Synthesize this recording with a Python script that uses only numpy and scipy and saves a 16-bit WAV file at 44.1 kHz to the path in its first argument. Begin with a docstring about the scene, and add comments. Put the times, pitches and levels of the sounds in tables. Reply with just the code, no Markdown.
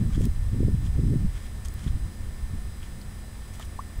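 """Camera hiss and steady motor whine run throughout; everything is mono.
Gusts buffet the microphone from the start, hardest in the first second and a half.
From 0.1 s bare feet tread thick wet mud: tiny pores burst in faint squelches, a few wet films snap.
Near 3.8 s an air pocket opens with one rising bubble plop."""
import sys
import numpy as np
from scipy.fft import rfft, irfft, next_fast_len
from scipy.io import wavfile
from scipy.ndimage import uniform_filter1d, map_coordinates

SR = 44100
rng = np.random.default_rng(int(sys.argv[2]) if len(sys.argv) > 2 else 0)


def materialize(psi):
    """Save the field psi as 16-bit PCM at rate SR to the path in sys.argv[1].

    A 1-D psi becomes a single channel; in a 2-D psi each row is a channel.
    """
    bounded = np.clip(np.atleast_2d(psi).T, -1, 1)
    quanta = np.round(bounded * 32767).astype(np.int16)
    wavfile.write(sys.argv[1], SR, quanta)


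N = 176400


def amp(db):
    """Decibels to gain."""
    return 10 ** (np.asarray(db) / 20)


def unit(x):
    """Scale to rms 1."""
    return x / np.sqrt(np.mean(x ** 2) + 1e-20)


def wobble(knots_per_s):
    """Smooth random curve."""
    return map_coordinates(rng.standard_normal(512), [np.arange(N) * knots_per_s / SR], mode="wrap")


def level(rows):
    """(time_s, level_db) points to dB per sample."""
    return np.interp(np.arange(N) / SR, *np.transpose(rows))


def filtered(x, response):
    """Apply a gain given as a function of Hz."""
    size = next_fast_len(len(x) + 8192)
    hz = np.fft.rfftfreq(size, 1 / SR) + 1
    return irfft(rfft(x, size) * response(hz), size)[:len(x)]


def coloured(x, spectrum, tilt_db_per_oct=0):
    """Shape x by (freq_hz, gain_db) points and a tilt; rms 1."""
    freq_hz, gain_db = np.transpose(spectrum)

    def response(hz):
        curve_db = np.interp(np.log(hz), np.log(freq_hz), gain_db)
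        return amp(curve_db + tilt_db_per_oct * np.log2(hz / freq_hz[0]))
    return unit(filtered(x, response))


def noise(spectrum):
    """Coloured noise, rms 1."""
    return coloured(rng.standard_normal(N), spectrum)


def even(x, span_s):
    """Flatten the slow swells of a noise."""
    power = np.abs(uniform_filter1d(x ** 2, max(int(span_s * SR), 2)))
    return x / np.sqrt(power + .03)


def add(track, start_s, sound):
    """Mix a sound into the track."""
    part = track[max(round(start_s * SR), 0):][:len(sound)]
    part += sound[:len(part)]


def camera():
    """The running camera whines and hums in slightly wavering tones over its hiss."""
    # motor tones: pitch_hz, rms_db
    whine = [(1739, -74), (1798, -63), (1986, -74), (2051, -73), (2110, -74), (3068, -80), (3989, -71),
             (4990, -67), (5986, -76), (6982, -78), (7983, -64), (8979, -63), (9981, -66), (10977, -77),
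             (11972, -76), (12974, -78), (13970, -80), (14966, -70)]
    hum = [(90, -48.5), (209, -53.5), (240, -61), (416.5, -70), (522, -69.5), (745.4, -71.5),
           (1676.5, -73.5)]
    # hiss spectrum: freq_hz, gain_db
    hiss = [(150, -6.5), (300, -0.5), (480, -8), (800, -9.5), (1150, -9.5), (1450, -12), (2000, -13),
            (2850, -17.5), (3300, -15.5), (4200, -19), (7000, -20.5), (9300, -21.5), (11000, -26),
            (15600, -25.5)]
    tones, t = np.zeros(N), np.arange(N) / SR
    for pitch_hz, rms_db in list(whine) + list(hum):
        gain = np.sqrt(2) * amp(rms_db + .74 * wobble(12))
        phase_rad = 2 * np.pi * (pitch_hz * t + rng.random()) + .099 * wobble(9.2)
        tones += gain * np.sin(phase_rad)
    return tones + amp(-51) * noise(hiss)


def wind():
    """Wind rumbles and flutters on the microphone; hard gusts shed smaller, brighter eddies."""
    # spectra, low to high: freq_hz, gain_db
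    rumble_spectrum = [(8, -7.5), (20, -1), (35, -2), (62, -2), (100, -10), (140, -21), (250, -61),
                       (600, -120)]
    flutter_spectrum = [(20, -15), (60, -16.5), (95, 0), (130, -2), (170, -5), (230, -12.5), (320, -23.5),
                        (500, -40), (1400, -120)]
    eddy_spectrum = [(100, -18), (190, -10.5), (270, -3), (380, -1.5), (500, -17.5), (700, -24.5),
                     (2000, -120)]
    # rumble and gust contours: time_s, relative_db
    rumble_contour = [(0.03, -25), (1.17, -23.5), (1.21, -28), (1.25, -20.5), (1.38, -33), (1.84, -33),
                      (1.95, -20.5), (1.98, -32), (2.06, -25), (2.09, -40), (2.29, -30.5), (2.38, -38),
                      (2.43, -25), (2.49, -35), (2.52, -26.5), (2.63, -35.5), (3.88, -37.5), (3.97, -30)]
    gust_contour = [(.02, -25), (.13, -37.5), (.18, -28), (.27, -26), (.3, -43), (.42, -43.5), (.49, -49),
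                    (.53, -30.5), (.61, -27), (.7, -27.5), (.78, -37), (.86, -32.5), (.93, -39.5),
                    (.99, -24), (1.03, -28), (1.15, -22.5), (1.2, -34.5), (1.25, -29), (1.3, -53),
                    (1.82, -49.5), (1.87, -31), (1.895, -52), (1.92, -37), (2.1, -48), (2.48, -53),
                    (2.54, -40), (2.6, -47.5), (2.87, -54), (2.94, -44.5), (3.2, -53), (3.97, -53.5)]
    hard_gust_db, hard_eddy_db, eddy_db_per_db = -21.5, -35.5, 2
    gust_db = level(gust_contour)
    rumble_db = level(rumble_contour) - .5 + 1.37 * wobble(16)
    rumble = amp(rumble_db) * even(noise(rumble_spectrum), span_s=.159)
    flutter_db = gust_db + 2.5 + 1.25 * wobble(30)
    flutter = amp(flutter_db) * even(noise(flutter_spectrum), span_s=.065)
    eddy_db = hard_eddy_db + eddy_db_per_db * (gust_db - hard_gust_db) + 3 * wobble(60)
    eddies = amp(eddy_db) * even(noise(eddy_spectrum), span_s=.067)
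    return rumble + flutter + eddies


def bubbles():
    """An air pocket rings and rises in pitch as its mouth opens."""
    # air pockets: start_s, peak_db, final_hz, glide_fraction, swell_s
    pockets = [(.099, -49, 1230, .15, .007), (.143, -44, 3400, .08, .004), (3.7885, -27, 1150, .75, .0058),
               (3.8005, -38, 1330, .3, .003)]
    glide_s, end_steepness = .0024, 3
    out, t = np.zeros(N), np.arange(SR // 20) / SR
    for start_s, peak_db, final_hz, glide_fraction, swell_s in pockets:
        pitch_hz = final_hz * (1 - glide_fraction * np.exp(-t / glide_s))
        envelope = t / swell_s * np.exp((1 - (t / swell_s) ** end_steepness) / end_steepness)
        add(out, start_s, amp(peak_db) * envelope * np.sin(2 * np.pi * np.cumsum(pitch_hz) / SR))
    return out


def squelches():
    """A foot squeezes or peels mud: a swell of tiny bursting pores over a wet smear."""
    # squeezes: peak_s, rise_s, fall_s, level_db, tilt_db_per_oct
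    squeezes = [(.152, 0.038, 0.03, -49, -.5), (.219, 0.018, 0.011, -48.5, 4),
                (0.251, 0.035, .012, -47.5, 1.5), (.864, .035, 0.017, -52.5, 1.5),
                (1.361, 0.048, 0.083, -53.5, -1), (1.465, 0.046, 0.026, -54.5, -1),
                (1.655, 0.0076, 0.012, -47.5, 1), (1.805, 0.031, 0.041, -51.5, 0),
                (1.84, .012, 0.013, -48, 0), (1.88, 0.026, .016, -49, -2.5),
                (2.829, 0.013, 0.064, -53.5, -1), (3.549, 0.015, 0.017, -49.5, 3.5),
                (3.628, 0.053, 0.019, -49, 0), (3.652, .006, 0.0084, -50.5, 5)]
    # mud spectrum: freq_hz, gain_db
    mud = [(400, -36), (1000, 3.5), (2200, 5.5), (2750, -1), (3280, 7), (3750, 0), (4600, -2.5),
           (7500, 0.5), (10000, -6), (15500, -18)]
    pores_per_s, spread_db = 2000, 3.5
    out, t = np.zeros(N), np.arange(SR * 3 // 10) / SR - .15
    for peak_s, rise_s, fall_s, level_db, tilt_db_per_oct in squeezes:
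        sizes = amp(spread_db * np.minimum(rng.exponential(size=len(t)), 4))
        signs = np.sign(rng.standard_normal(len(t)))
        bursts = rng.random(len(t)) < pores_per_s / SR
        crackle = unit(sizes * signs * bursts)
        smear = .4 * rng.standard_normal(len(t))
        swell = amp(level_db - 10 * np.abs(t / np.where(t < 0, rise_s, fall_s)) ** 1.15)
        add(out, peak_s + t[0], swell * coloured(crackle + smear, mud, tilt_db_per_oct))
    return out


def snaps():
    """Wet films of mud break with a short, dead tick."""
    # breaking films: start_s, relative_db, centre_hz, width_oct, t60_s
    films = [(.158, -37, 4500, 0.88, 0.011), (0.253, -26, 10500, 2.2, 0.018),
             (.864, -40, 3220, 0.093, .035), (1.6495, -29, 6550, .35, .01),
             (1.658, -25.5, 8150, 0.39, 0.0058), (1.6842, -24, 6850, 0.49, 0.0064),
             (1.7395, -32, 14000, 0.8, .012), (1.874, -40, 3350, .14, 0.038),
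             (2.83, -35.5, 3000, 0.14, 0.035), (3.013, -36.5, 4560, 0.12, 0.028),
             (3.0146, -41, 11000, 0.83, 0.024), (3.597, -23.5, 4000, 1.4, 0.0042),
             (3.5975, -30, 844, 0.61, 0.039), (3.623, -34.5, 3170, 0.12, 0.026),
             (3.977, -41, 13500, .4, .015)]
    attack_s = .00037
    out, t = np.zeros(N), np.arange(SR // 10) / SR
    for start_s, relative_db, centre_hz, width_oct, t60_s in films:
        white = rng.standard_normal(len(t))
        band = unit(filtered(white, lambda hz: np.exp(-.5 * (np.log2(hz / centre_hz) / width_oct) ** 2)))
        envelope = amp(relative_db - 60 * t / t60_s) * (1 - np.exp(-t / attack_s))
        add(out, start_s, .5 * band * envelope)
    return out


def thumps():
    """Single buffets and soft thuds: one dull push of air each, no ring."""
    # air pushes: peak_s, peak_db, centre_hz
    pushes = [(.18, -19, 213), (.21, -19, 278), (0.533, -15, 126), (0.546, -31, 323), (0.606, -17.5, 240),
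              (.632, -19, 284), (.684, -22, 290), (.745, -13, 111), (.993, -20, 242), (1.138, -21, 282),
              (1.158, -13.5, 175), (1.251, -18, 126), (1.865, -21.5, 176), (2.54, -37, 140)]
    out, t = np.zeros(N), np.arange(-SR // 40, SR // 40) / SR
    for peak_s, peak_db, centre_hz in pushes:
        exponent = (np.pi * centre_hz * t) ** 2
        pulse = (1 - 2 * exponent) * np.exp(-exponent)
        add(out, peak_s + t[0], amp(peak_db) * pulse)
    return out


def scene():
    """Feet, wind and camera, alike in both channels."""
    feet = squelches() + snaps() + bubbles()
    mono = feet + wind() + thumps() + camera()
    return np.array([mono, mono])


def record(dry):
    """Camera band limit; right channel a touch louder."""
    top_hz, balance_db = 15750, [[-.08], [.08]]
    return np.array([filtered(side, lambda hz: hz < top_hz) for side in dry]) * amp(balance_db)


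dry = scene()
out = record(dry)
materialize(out)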